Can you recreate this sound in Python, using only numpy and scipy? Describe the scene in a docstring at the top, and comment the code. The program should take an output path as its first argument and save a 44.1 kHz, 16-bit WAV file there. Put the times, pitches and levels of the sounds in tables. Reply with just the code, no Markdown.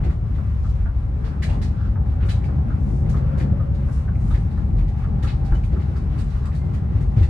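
"""Inside a small electric pod rolling on rubber tyres round a concrete guideway. From the start the road
shakes the body and makes the cabin boom, the tyres roar through its panels and thump over joints, and a
hard tick comes back with the turning wheels. Loose trim rattles and clicks in the bare, ringing cabin,
loudest at 1.4 s. At 3.4 s the coarsest concrete swells the roar and a hum. From 4.4 s the body shudders
harder and joints crowd in; later the trim squeaks, and the two heaviest thumps land near 7.2 s."""
import sys
import numpy as np
from scipy import signal
from scipy.fft import rfft, irfft, next_fast_len
from scipy.io import wavfile
from scipy.ndimage import uniform_filter1d, map_coordinates

SR = 44100
rng = np.random.default_rng(int(sys.argv[2]) if len(sys.argv) > 2 else 0)


def file_out(sig):
    """Save sig as 16-bit WAV at sys.argv[1]."""
    # one column per channel
    cols = np.atleast_2d(sig).T
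    # limit, then scale
    lim = np.clip(cols, -1, 1)
    pcm = np.round(lim * 32767).astype(np.int16)
    wavfile.write(sys.argv[1], SR, pcm)


N = 321489


def amp(db):
    """Decibels to gain."""
    return 10 ** (np.asarray(db) / 20)


def unit(x):
    """Scale to rms 1."""
    return x / np.sqrt(np.mean(x ** 2) + 1e-20)


def along(points, hz):
    """Read (frequency, value) points on a log-frequency axis."""
    f, v = np.transpose(points)
    return np.interp(np.log(hz + 1), np.log(f), v)


def bell(hz, centre, octaves):
    """An EQ bell of height 1 on a log-frequency axis."""
    return np.exp(-.5 * (np.log2((hz + 1) / centre) / octaves) ** 2)


def envelopes(rows):
    """One envelope, a value per sample, for each column after the time."""
    times, *columns = np.transpose(rows)
    return [np.interp(np.arange(N) / SR, times, column) for column in columns]


def wobble(rate, size=N):
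    """Smooth random modulation, rate knots a second."""
    knots = rng.standard_normal(int(size * rate / SR) + 4)
    return map_coordinates(knots, [np.arange(size) * rate / SR])


def filtered(x, response):
    """Filter x by a response given as a function of frequency."""
    n = x.shape[-1]
    padded = next_fast_len(n + 8192)
    return irfft(rfft(x, padded) * response(np.fft.rfftfreq(padded, 1 / SR)), padded)[..., :n]


def eq(x, curve):
    """Shape x with a curve of (frequency [Hz], gain [dB]) points."""
    return filtered(x, lambda hz: amp(along(curve, hz)))


def add(track, s, sound):
    """Mix a sound into a track at time s."""
    part = track[..., max(round(s * SR), 0):][..., :sound.shape[-1]]
    part += sound[..., :part.shape[-1]]


def stereo_noise(side_db, size=N):
    """Mid/side white noise; side_db sets the width."""
    mid, side = rng.standard_normal((2, size))
    return np.array([mid + amp(side_db) * side, mid - amp(side_db) * side])


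def noise_bed(spectrum, side_db):
    """Coloured stereo noise whose slow level stays at rms 1."""
    x = eq(stereo_noise(side_db), spectrum)
    power = uniform_filter1d(np.mean(x ** 2, axis=0), size=SR // 8)
    return x / np.sqrt(np.abs(power) + 1e-20)


def ringing(modes, side_db):
    """Stereo noise of rms 1 in narrow resonances with steep skirts."""
    response = lambda hz: sum(amp(db) / (1 + ((hz - centre) / width) ** 2) for centre, width, db in modes)
    return unit(filtered(stereo_noise(side_db), response))


# reverb decay of the bare cabin (frequency [Hz], t60 [s])
CABIN_DECAY = [(300, 1), (1300, 0.23), (3500, 0.23), (9000, 0.3), (14000, 0.022)]
def cabin_tail(build_s=0.0009):
    """A fresh diffuse stereo tail of the cabin, energy about 1 a side."""
    hz, t, bands = signal.stft(rng.standard_normal((2, SR // 3)), SR, nperseg=256)
    decay = amp(-60 * t / along(CABIN_DECAY, hz)[:, None])
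    tail = signal.istft(bands * decay, SR, nperseg=256)[1]
    tail *= 1 - np.exp(-np.arange(tail.shape[1]) / SR / build_s)  # reflections take a moment to gather
    return tail / np.linalg.norm(tail[0])


def reverb(x):
    """The cabin's stereo answer to a mono sound, fully wet."""
    return signal.fftconvolve(x[None], cabin_tail(), axes=1)


def near_walls(x, echo_db=-3, count=10):
    """Windows and seat backs return weak early copies, which colour the treble unevenly."""
    echoes = np.zeros((2, SR // 40))
    delays = rng.integers(SR // 1000, SR // 40, (2, count))
    echoes[[[0], [1]], delays] = amp(echo_db) * rng.choice([-1, 1], (2, count)) / np.sqrt(count)
    echoes[:, 0] = 1  # direct path
    return signal.fftconvolve(x, echoes / np.linalg.norm(echoes[0]), axes=1)[:, :N]


# tone of the trim, shared by tremble, clicks and rattles (frequency [Hz], gain [dB])
TRIM_EQ = [(400, -15), (1000, -8.5), (1600, 0), (2200, -1.5), (3000, -5), (4200, -4), (5500, -10),
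           (7200, -13), (9400, -17.5), (11000, -20.5), (13000, -23.5), (15000, -38)]
# fader ride of the trembling fittings, highest as the pod leaves the bend (time [s], level [dB])
TREMBLE_LEVEL = [(0.0, -75.5), (4.0, -74.5), (4.7, -65), (5.8, -69.5), (6.4, -61), (6.85, -72.5),
                 (7.29, -62.5)]
def tremble(per_s=45, spread_db=4, direct_db=-12):
    """Small fittings touch at irregular moments: a fine chatter, heard mostly off the walls."""
    moments, sizes = rng.uniform(size=N), rng.standard_normal(N)
    touches = (moments < per_s / SR) * np.sign(sizes) * amp(spread_db * np.minimum(np.abs(sizes), 2))
    chatter = amp(direct_db) * touches + reverb(touches)[:, :N]
    return amp(envelopes(TREMBLE_LEVEL)[0]) * unit(eq(chatter, TRIM_EQ))


# squeaks of the trim (time of crest [s], level [dB], half length [s], pitch [Hz])
SQUEAKS = [(5.555, -56, 0.016, 2998), (5.968, -62, .007, 4670), (6.188, -62, .008, 4620),
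           (6.646, -58, 0.037, 2078)]
def squeaks(waver=0.013, catch_db=3):
    """Rubbing trim sings for an instant on one unsteady note."""
    out, t = np.zeros(N), np.arange(N) / SR
    for s, db, half, hz in SQUEAKS:
        phase = 2 * np.pi * np.cumsum(hz * (1 + waver * wobble(120))) / SR
        swell = np.exp(-.5 * ((t - s) / half) ** 2)
        out += amp(db + catch_db * wobble(100)) * np.sin(phase) * swell
    return out


# dull and bright swishes are broader (centre [Hz], width [octaves])
SWISH_WIDTH = [(700, 0.51), (1400, 0.22), (4000, 0.77)]
# top-end roll-off of a swish (frequency [Hz], gain [dB])
SWISH_ROLLOFF = [(9700, -0.5), (11000, -7), (12600, -9.5), (13600, -14.5), (15000, -51.5)]
# soft swishes of noise (time of crest [s], level [dB], half length [s], centre [Hz])
SWISHES = [(0.077, -70, 0.037, 1980), (0.678, -61, .06, 4100), (1.303, -51.5, 0.064, 1360),
           (1.52, -40, 0.03, 700), (1.824, -46, 0.05, 1370), (1.829, -60, 0.05, 3080),
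           (2.246, -45, 0.038, 1320), (2.274, -58.5, 0.015, 6360), (2.922, -62.5, 0.1, 5900),
           (3.378, -51.5, 0.14, 1420), (3.947, -59, 0.054, 6800), (4.301, -60.5, 0.085, 7100),
           (6.123, -57, 0.018, 2580), (6.329, -64, 0.032, 4400), (6.467, -46.5, 0.034, 1110)]
def swishes(grain_db=2):
    """Grainy bands of noise swell and fade; the dull one at 1.5 s is a tyre's slap on a joint."""
    out, t = np.zeros((2, N)), np.arange(-SR // 2, SR // 2) / SR
    for s, db, half, centre in SWISHES:
        octaves = along(SWISH_WIDTH, centre)
        band = lambda hz: bell(hz, centre, octaves) * amp(along(SWISH_ROLLOFF, hz))
        swell = np.exp(-.5 * (t / half) ** 2)
        swish = unit(filtered(rng.standard_normal((2, len(t))), band)) * swell
        add(out, max(s + t[0], 0), amp(db) * swish[:, t >= -s])
    return out * amp(grain_db * wobble(90))


# tone of the midrange rush and of the hiss on top (frequency [Hz], gain [dB])
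RUSH_EQ = [(500, -30.5), (950, 2), (1250, 2.5), (1700, -3.5), (2300, -8.5), (3200, -16), (4500, -24),
           (8000, -45.5), (15000, -81.5)]
HISS_EQ = [(1200, -21.5), (2500, 0.5), (4000, 1.5), (5500, 1), (7500, -4), (9700, -3), (10800, -11),
           (12300, -6.5), (13500, -31), (15000, -47.5)]
def air(rush_db=-51, usual_roar_db=-40.5, follow=0.52, hiss_db=-69, flutter_db=1.85):
    """A diffuse rush that grows a little on coarse concrete, under a fine hiss; both flutter slightly."""
    coarseness_db = envelopes(ROAD_COARSENESS)[1] - usual_roar_db
    rush = amp(rush_db + follow * coarseness_db) * noise_bed(RUSH_EQ, side_db=0)
    flutter = amp(flutter_db * wobble(11))
    hiss = amp(hiss_db) * noise_bed(HISS_EQ, side_db=-1)
    return flutter * (rush + hiss)


# a fitting sticks and slips (time [s], level [dB], pitch [Hz])
CLICKS = [(0.0385, -44.5, 2020), (0.3605, -45, 1990), (2.0602, -47, 1730), (2.1692, -53, 1660),
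          (2.4227, -43.5, 2010), (2.4332, -47, 2000), (2.4426, -37.5, 2310), (3.0622, -43, 2100),
          (3.4005, -38, 2120), (3.4112, -37, 1870), (4.135, -50, 2240), (4.1505, -48, 2170),
          (4.156, -42, 2250), (4.7112, -50, 2260), (4.7858, -45, 2440), (4.8098, -44, 2130),
          (5.6384, -38.5, 2470), (5.8235, -48.5, 2970), (6.344, -59, 6000), (6.457, -47.5, 7700),
          (6.5184, -42, 2000), (7.1212, -53, 2000)]
def clicks(t60=0.0066, rise_s=0.00041, crack_db=-17, room_db=-3):
    """Each slip of the fitting is one quickly damped note with a little crack and some cabin reverb."""
    out, t = np.zeros((2, N)), np.arange(SR // 20) / SR
    envelope = 1000 ** (-t / t60) * (1 - np.exp(-t / rise_s))
    for s, db, hz in CLICKS:
        crack = amp(crack_db) * rng.standard_normal(len(t))
        click = eq((np.sin(2 * np.pi * hz * t) + crack) * envelope, TRIM_EQ)
        click = amp(db) * click / np.abs(click).max()
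        add(out, s, click)
        add(out, s, amp(room_db) * reverb(click))
    return out


# ring of one tick (frequency [Hz], level [dB], t60 [s])
TICK_MODES = [(650, -10.5, 0.02), (895, -5, 0.012), (1180, -0.5, 0.01), (1299, 1, 0.0095),
              (1530, -4.5, 0.008)]
# light touch, blow and two window echoes (time from the blow [s], level [dB])
TICK_TAPS = [(-0.004, -11), (0, -3.5), (0.008, -6.5), (0.017, -13.5)]
# wheel ticks, about four a second with gaps (time [s], level [dB])
WHEEL_TICKS = [(0.0991, -38.5), (0.385, -39.5), (0.647, -39), (0.8596, -34.5), (1.242, -39.5),
               (1.9587, -34), (2.4892, -39), (2.7055, -35.5), (3.144, -33), (3.6025, -37.5),
               (3.8866, -40.5), (4.081, -37), (4.309, -35), (4.576, -37.5), (5.042, -37), (5.2455, -32.5),
               (5.5231, -31.5), (5.764, -37.5), (5.9598, -41.5), (6.4479, -40.5)]
def wheel_ticks(gain_db=5, rise_s=0.0024, vary_db=1.2, detune=0.051):
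    """A short hard tick of the turning wheels; a window throws it back before the cabin takes it up."""
    out, t = np.zeros((2, N)), np.arange(SR // 2) / SR
    for s, db in WHEEL_TICKS:
        ring = np.zeros(len(t))
        for hz, mode_db, t60 in TICK_MODES:
            strength = amp(mode_db + rng.normal(0, vary_db))
            ring += strength * np.sin(2 * np.pi * hz * rng.normal(1, detune) * t) * 1000 ** (-t / t60)
        ring *= 1 - np.exp(-t / rise_s)
        ring = amp(db + gain_db) * ring / np.abs(ring).max()
        for delay, tap_db in TICK_TAPS:
            add(out, s + delay, amp(tap_db) * ring)
        add(out, s, reverb(ring))
    return out


# resonances of the trim panels (frequency [Hz], level over the broad clatter [dB])
TRIM_MODES = [(1790, 0.5), (2100, 2), (2500, 1.5), (2900, 4), (3350, 0), (3800, -1), (4550, -4)]
def trim_ring(hz, width_hz=110, vary_db=3, detune=0.034):
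    """Ringing response of the trim panels; each rattle finds the resonances a little different."""
    damping = 1j * hz * width_hz
    modes = [(f * rng.normal(1, detune), db + vary_db * rng.standard_normal()) for f, db in TRIM_MODES]
    return 1 + sum(amp(db) * damping / (f * f - hz * hz + damping) for f, db in modes)


def chatter(length_s, count=5, first_touch=0.33, dying=3.15, direct_db=-15, direct_hz=3600, grit_db=0.5):
    """A quick run of gritty contacts: dull on the direct path, bright off the cabin's hard walls."""
    run, t = np.zeros((2, SR // 2)), np.arange(SR // 2) / SR
    u = 2 * np.pi * direct_hz * t
    tap = amp(direct_db) * u * u * np.exp(-u)  # a soft contact of plastic
    for progress in np.arange(count) / count:
        strength = (first_touch + 2 * progress) * np.exp(-dying * progress)  # builds, then dies
        when = PRE_ROLL_S + progress * length_s * rng.uniform(.8, 1.2)
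        add(run, when, strength * tap)
        add(run, when, strength * cabin_tail())  # each spot stirs the cabin differently
    return run * amp(grit_db * wobble(390, size=len(t)))


PRE_ROLL_S = 0.003  # room ahead of a rattle's first contact
# loose trim (time [s], level [dB], brightness [dB], body resonance [Hz], length of the run [s])
RATTLES = [(0.037, -39.5, -23.5, 1990, .018), (0.100, -45, -15.5, 2000, .02), (0.345, -51, -22, 3550, .024),
           (1.244, -42, -20, 5140, 0.043), (1.4228, -27, -15, 1900, 0.024), (1.49, -37, -19, 2840, .03),
           (1.524, -47, -8, 3400, 0.026), (1.616, -35, -13.5, 5200, .028), (2.205, -43, -40, 1900, 0.015),
           (2.223, -40.5, -34, 2490, 0.022), (2.289, -29.5, -14, 3330, 0.025),
           (2.436, -43, -15, 2270, .024), (3.091, -41.5, -5, 5900, .017), (3.16, -42.5, -16.5, 1910, .024),
           (3.376, -40, -9.5, 1860, .018), (3.399, -35.5, -23.5, 2000, 0.018), (3.74, -48, -11, 3940, .024),
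           (4.304, -44, -20, 3400, .03), (4.340, -35.5, -30, 1990, .024), (4.504, -51.5, -12, 4070, 0.014),
           (4.783, -45, -20, 2410, .018), (4.878, -44.5, -16, 2080, .018), (5.028, -51, -18, 3000, 0.016),
           (5.226, -35, -13, 1830, .024), (5.271, -33, -28, 4300, 0.036), (5.447, -46, -8, 4670, 0.023),
           (5.5392, -46.5, -11, 6440, 0.022), (5.633, -45.5, -7.5, 2290, .02),
           (5.72, -46.5, -23, 2220, .024), (5.795, -44, -20.5, 1980, .022), (5.82, -51, -16, 4430, .012),
           (5.957, -46.5, -7, 5000, .026), (6.18, -40.5, -13.5, 8300, 0.039), (6.3, -50, -17, 4200, 0.025),
           (6.453, -42.5, -10, 1800, .01), (6.525, -44.5, -23, 1800, .02), (6.547, -46, 1, 4500, .016),
           (6.735, -42.5, -11, 1880, .022), (6.952, -48, -22, 2180, 0.035), (7.004, -46, -8.5, 1960, 0.029),
           (7.166, -39, -21, 1890, 0.042), (7.221, -35, -18, 1900, .03)]
def rattles(gain_db=-9.5, usual_top_db=-20, tilt=0.72, body_db=4.5, body_octaves=0.19):
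    """Loose trim chatters, coloured by the panels' ring and the broad resonance of the loose piece."""
    out = np.zeros((2, N))
    for s, db, top_db, body_hz, length_s in RATTLES:
        hardness = [(3000, 0.0028), (9000, tilt * (top_db - usual_top_db))]  # harder is brighter
        body = lambda hz: body_db * bell(hz, body_hz, body_octaves)
        tone = lambda hz: trim_ring(hz) * amp(along(TRIM_EQ, hz) + along(hardness, hz) + body(hz))
        rattle = filtered(chatter(length_s), tone)
        attack_rms = np.std(rattle[:, :SR // 30])
        add(out, s - PRE_ROLL_S, amp(db + gain_db) * rattle / attack_rms)
    return out


# tone of the tread's slap (frequency [Hz], gain [dB])
SLAP_EQ = [(100, -33), (250, -1.5), (315, 1.5), (358, 5), (410, -8), (500, -8), (850, -15.5), (1500, -30),
           (6000, -120)]
# tyres meeting joints (time [s], thump level [dB], pitch [Hz], slap level [dB])
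JOINTS = [(0.053, -12.5, 71.7, -33.5), (0.84, -9.5, 56, -57), (1.506, -12.5, 61.5, -46),
          (2.227, -13, 78, -36), (3.491, -15.5, 84.6, -51), (4.328, -12, 63.6, -40), (4.734, -11, 104, -34),
          (4.821, -20, 106.5, -37.5), (5.231, -18.5, 72.3, -36.5), (5.335, -17.5, 104, -43),
          (5.41, -23, 102.8, -40.5), (5.52, -9.5, 44, -35.5), (5.728, -9.5, 69.7, -28.5),
          (5.878, -16, 111.5, -34.5), (6.949, -10, 99.5, -37), (7.170, -6.5, 107, -28.5),
          (7.207, -5.5, 84.5, -35.5)]
def joints(thump_gain_db=2.5, thump_t60=0.14, slap_t60=0.29, rise_s=0.0032):
    """A joint gives the body one low, quickly damped thump, with a dull slap of the tread."""
    out, t = np.zeros((2, N)), np.arange(SR // 3) / SR
    attack = 1 - np.exp(-(t / rise_s) ** 2)  # soft rubber takes up the load gradually
    for s, db, hz, slap_db in JOINTS:
        thump = -np.sin(2 * np.pi * hz * t) * 1000 ** (-t / thump_t60)
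        slap = unit(eq(stereo_noise(side_db=-7, size=len(t)), SLAP_EQ)) * 1000 ** (-t / slap_t60)
        add(out, s, (amp(db + thump_gain_db) * thump + amp(slap_db) * slap) * attack)
    return out


# tone of the tyres' drone and the tread's roar (frequency [Hz], gain [dB])
DRONE_EQ = [(80, -18.5), (115, -2.5), (143, 1.5), (175, -7.5), (205, -7.5), (240, -15.5), (290, -18.5),
            (330, -27), (450, -37), (1600, -120)]
ROAR_EQ = [(150, -7.5), (300, -4.5), (450, -6.5), (560, -0.5), (670, 1), (820, 1.5), (960, -8.5),
           (1300, -17), (8000, -120)]
# resonances of the body panels, the hum and the whine (centre [Hz], width [Hz], level [dB])
PANEL_MODES = [(363.5, 7, -2.5), (406.5, 12, -5.5), (457.5, 13, -6)]
HUM_MODES = [(511, 28, 0), (555, 24, 3.5)]
WHINE_MODES = [(782, 43, 2.5), (836, 33, -3)]
# fader rides of the hum, cresting on the coarsest stretch, and the whine (time [s], level [dB])
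HUM_LEVEL = [(0.0, -58), (1.2, -55), (2.2, -50.5), (2.7, -53), (3.4, -42), (3.8, -47), (4.2, -54.5),
             (7.29, -60)]
WHINE_LEVEL = [(0.0, -68), (1.6, -54), (2.3, -51.5), (3.4, -58.5), (4.1, -55), (4.6, -52), (5.6, -50.5),
               (6.5, -60), (7.29, -51.5)]
# coarseness of the concrete (time [s], drone level [dB], roar level [dB])
ROAD_COARSENESS = [(0.0, -24.5, -37), (0.3, -27.5, -44), (1.3, -28, -42), (1.5, -22.5, -37),
                   (1.8, -25.5, -42.5), (2.3, -25, -39.5), (2.6, -23, -40), (3.4, -19, -36.5),
                   (3.9, -23, -41.5), (5.1, -24, -41.5), (5.3, -23, -42), (5.9, -25.5, -42),
                   (6.6, -25, -41.5), (7.29, -25, -40)]
def tyres(drone_gain_db=-3, tread_gain_db=-6, panel_gain_db=-9, patchy_db=1.42, waver_db=2):
    """Coarse concrete drives the tyres' drone, the tread's roar, ringing panels and two narrow tones."""
    drone_db, roar_db = envelopes(ROAD_COARSENESS)
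    patches = amp(patchy_db * wobble(7))
    drone = amp(drone_db + drone_gain_db) * noise_bed(DRONE_EQ, side_db=-16)
    tread = amp(roar_db + tread_gain_db) * noise_bed(ROAR_EQ, side_db=-4)
    panels = amp(roar_db + panel_gain_db) * ringing(PANEL_MODES, side_db=-0.5)
    hum = amp(envelopes(HUM_LEVEL)[0]) * ringing(HUM_MODES, side_db=-2)
    whine = amp(envelopes(WHINE_LEVEL)[0] + waver_db * wobble(6.9)) * ringing(WHINE_MODES, side_db=2)
    return patches * (drone + tread + panels) + hum + whine


# low-end tone of the body's shudder and the cabin's boom (frequency [Hz], gain [dB])
SHUDDER_EQ = [(15, -42.5), (25, -16.5), (33, -1.5), (41, 12.5), (50, 19.5), (60, -2), (90, -56),
              (200, -120)]
BOOM_EQ = [(35, -29.5), (48, 9), (57, 11), (72, 16), (90, 8), (110, 8.5), (128, -12), (200, -64),
           (400, -120)]
# swells and dips of the low shudder and boom (time [s], level [dB])
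SHUDDER_LEVEL = [(0.0, -25.5), (0.7, -29.5), (0.9, -19.5), (1.3, -29.5), (1.6, -20.5), (2.6, -31),
                 (3.5, -29.5), (3.6, -36), (4.4, -17.5), (4.5, -32), (4.8, -13), (5.0, -27), (5.6, -16.5),
                 (5.9, -36.5), (6.0, -24.5), (6.5, -23), (6.7, -34), (7.29, -27)]
BOOM_LEVEL = [(0.0, -20), (0.8, -17.5), (1.3, -21.5), (2.3, -17), (2.5, -18.5), (3.2, -18.0), (5.5, -21),
              (5.7, -20), (6.0, -21), (6.8, -20), (7.29, -16)]
def rumble(shudder_gain_db=-4, boom_gain_db=-2, sway_db=0.5, throb_db=0.56):
    """The body shudders on its springs and the cabin air booms, nearly mono; both throb at random."""
    shudder_db = envelopes(SHUDDER_LEVEL)[0] + shudder_gain_db + sway_db * wobble(1.4)
    shudder = amp(shudder_db) * noise_bed(SHUDDER_EQ, side_db=-23)
    boom_db = envelopes(BOOM_LEVEL)[0] + boom_gain_db + throb_db * wobble(11)
    boom = amp(boom_db) * noise_bed(BOOM_EQ, side_db=-18.5)
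    return shudder + boom


# stereo phase shift that widens the road noise's midrange (frequency [Hz], left lead [rad])
LEFT_PHASE = [(380, 0), (550, -1.46), (720, -2.5), (1200, -5.5), (1600, -5.5)]
# stereo balance beside the near wall (frequency [Hz], left over right [dB])
LEFT_BALANCE = [(40, 1.5), (110, 1.5), (200, 4.5), (290, 8), (380, 11), (520, 4.5), (700, 3.5), (1200, 0),
                (2200, -0.5), (9000, -0.5)]
def scene():
    """The mix: widened road noise plus cabin sounds; the near wall lifts the low mids on the left."""
    split = [.5, -.5]  # half to the left, the opposite half to the right
    road = rumble() + tyres() + joints() + near_walls(air() + swishes() + tremble())
    road = filtered(road, lambda hz: np.exp(1j * np.outer(split, along(LEFT_PHASE, hz))))
    pod = road + wheel_ticks() + rattles() + clicks() + squeaks()
    return filtered(pod, lambda hz: amp(np.outer(split, along(LEFT_BALANCE, hz))))


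def record(dry, fade_s=0.004, top_hz=15000):
    """The master: a click-free fade-in and a brick-wall high cut."""
    fade = np.sin(np.pi / 2 * np.minimum(np.arange(N) / SR / fade_s, 1)) ** 2
    return filtered(dry * fade, lambda hz: hz < top_hz)


dry = scene()
out = record(dry)
file_out(out)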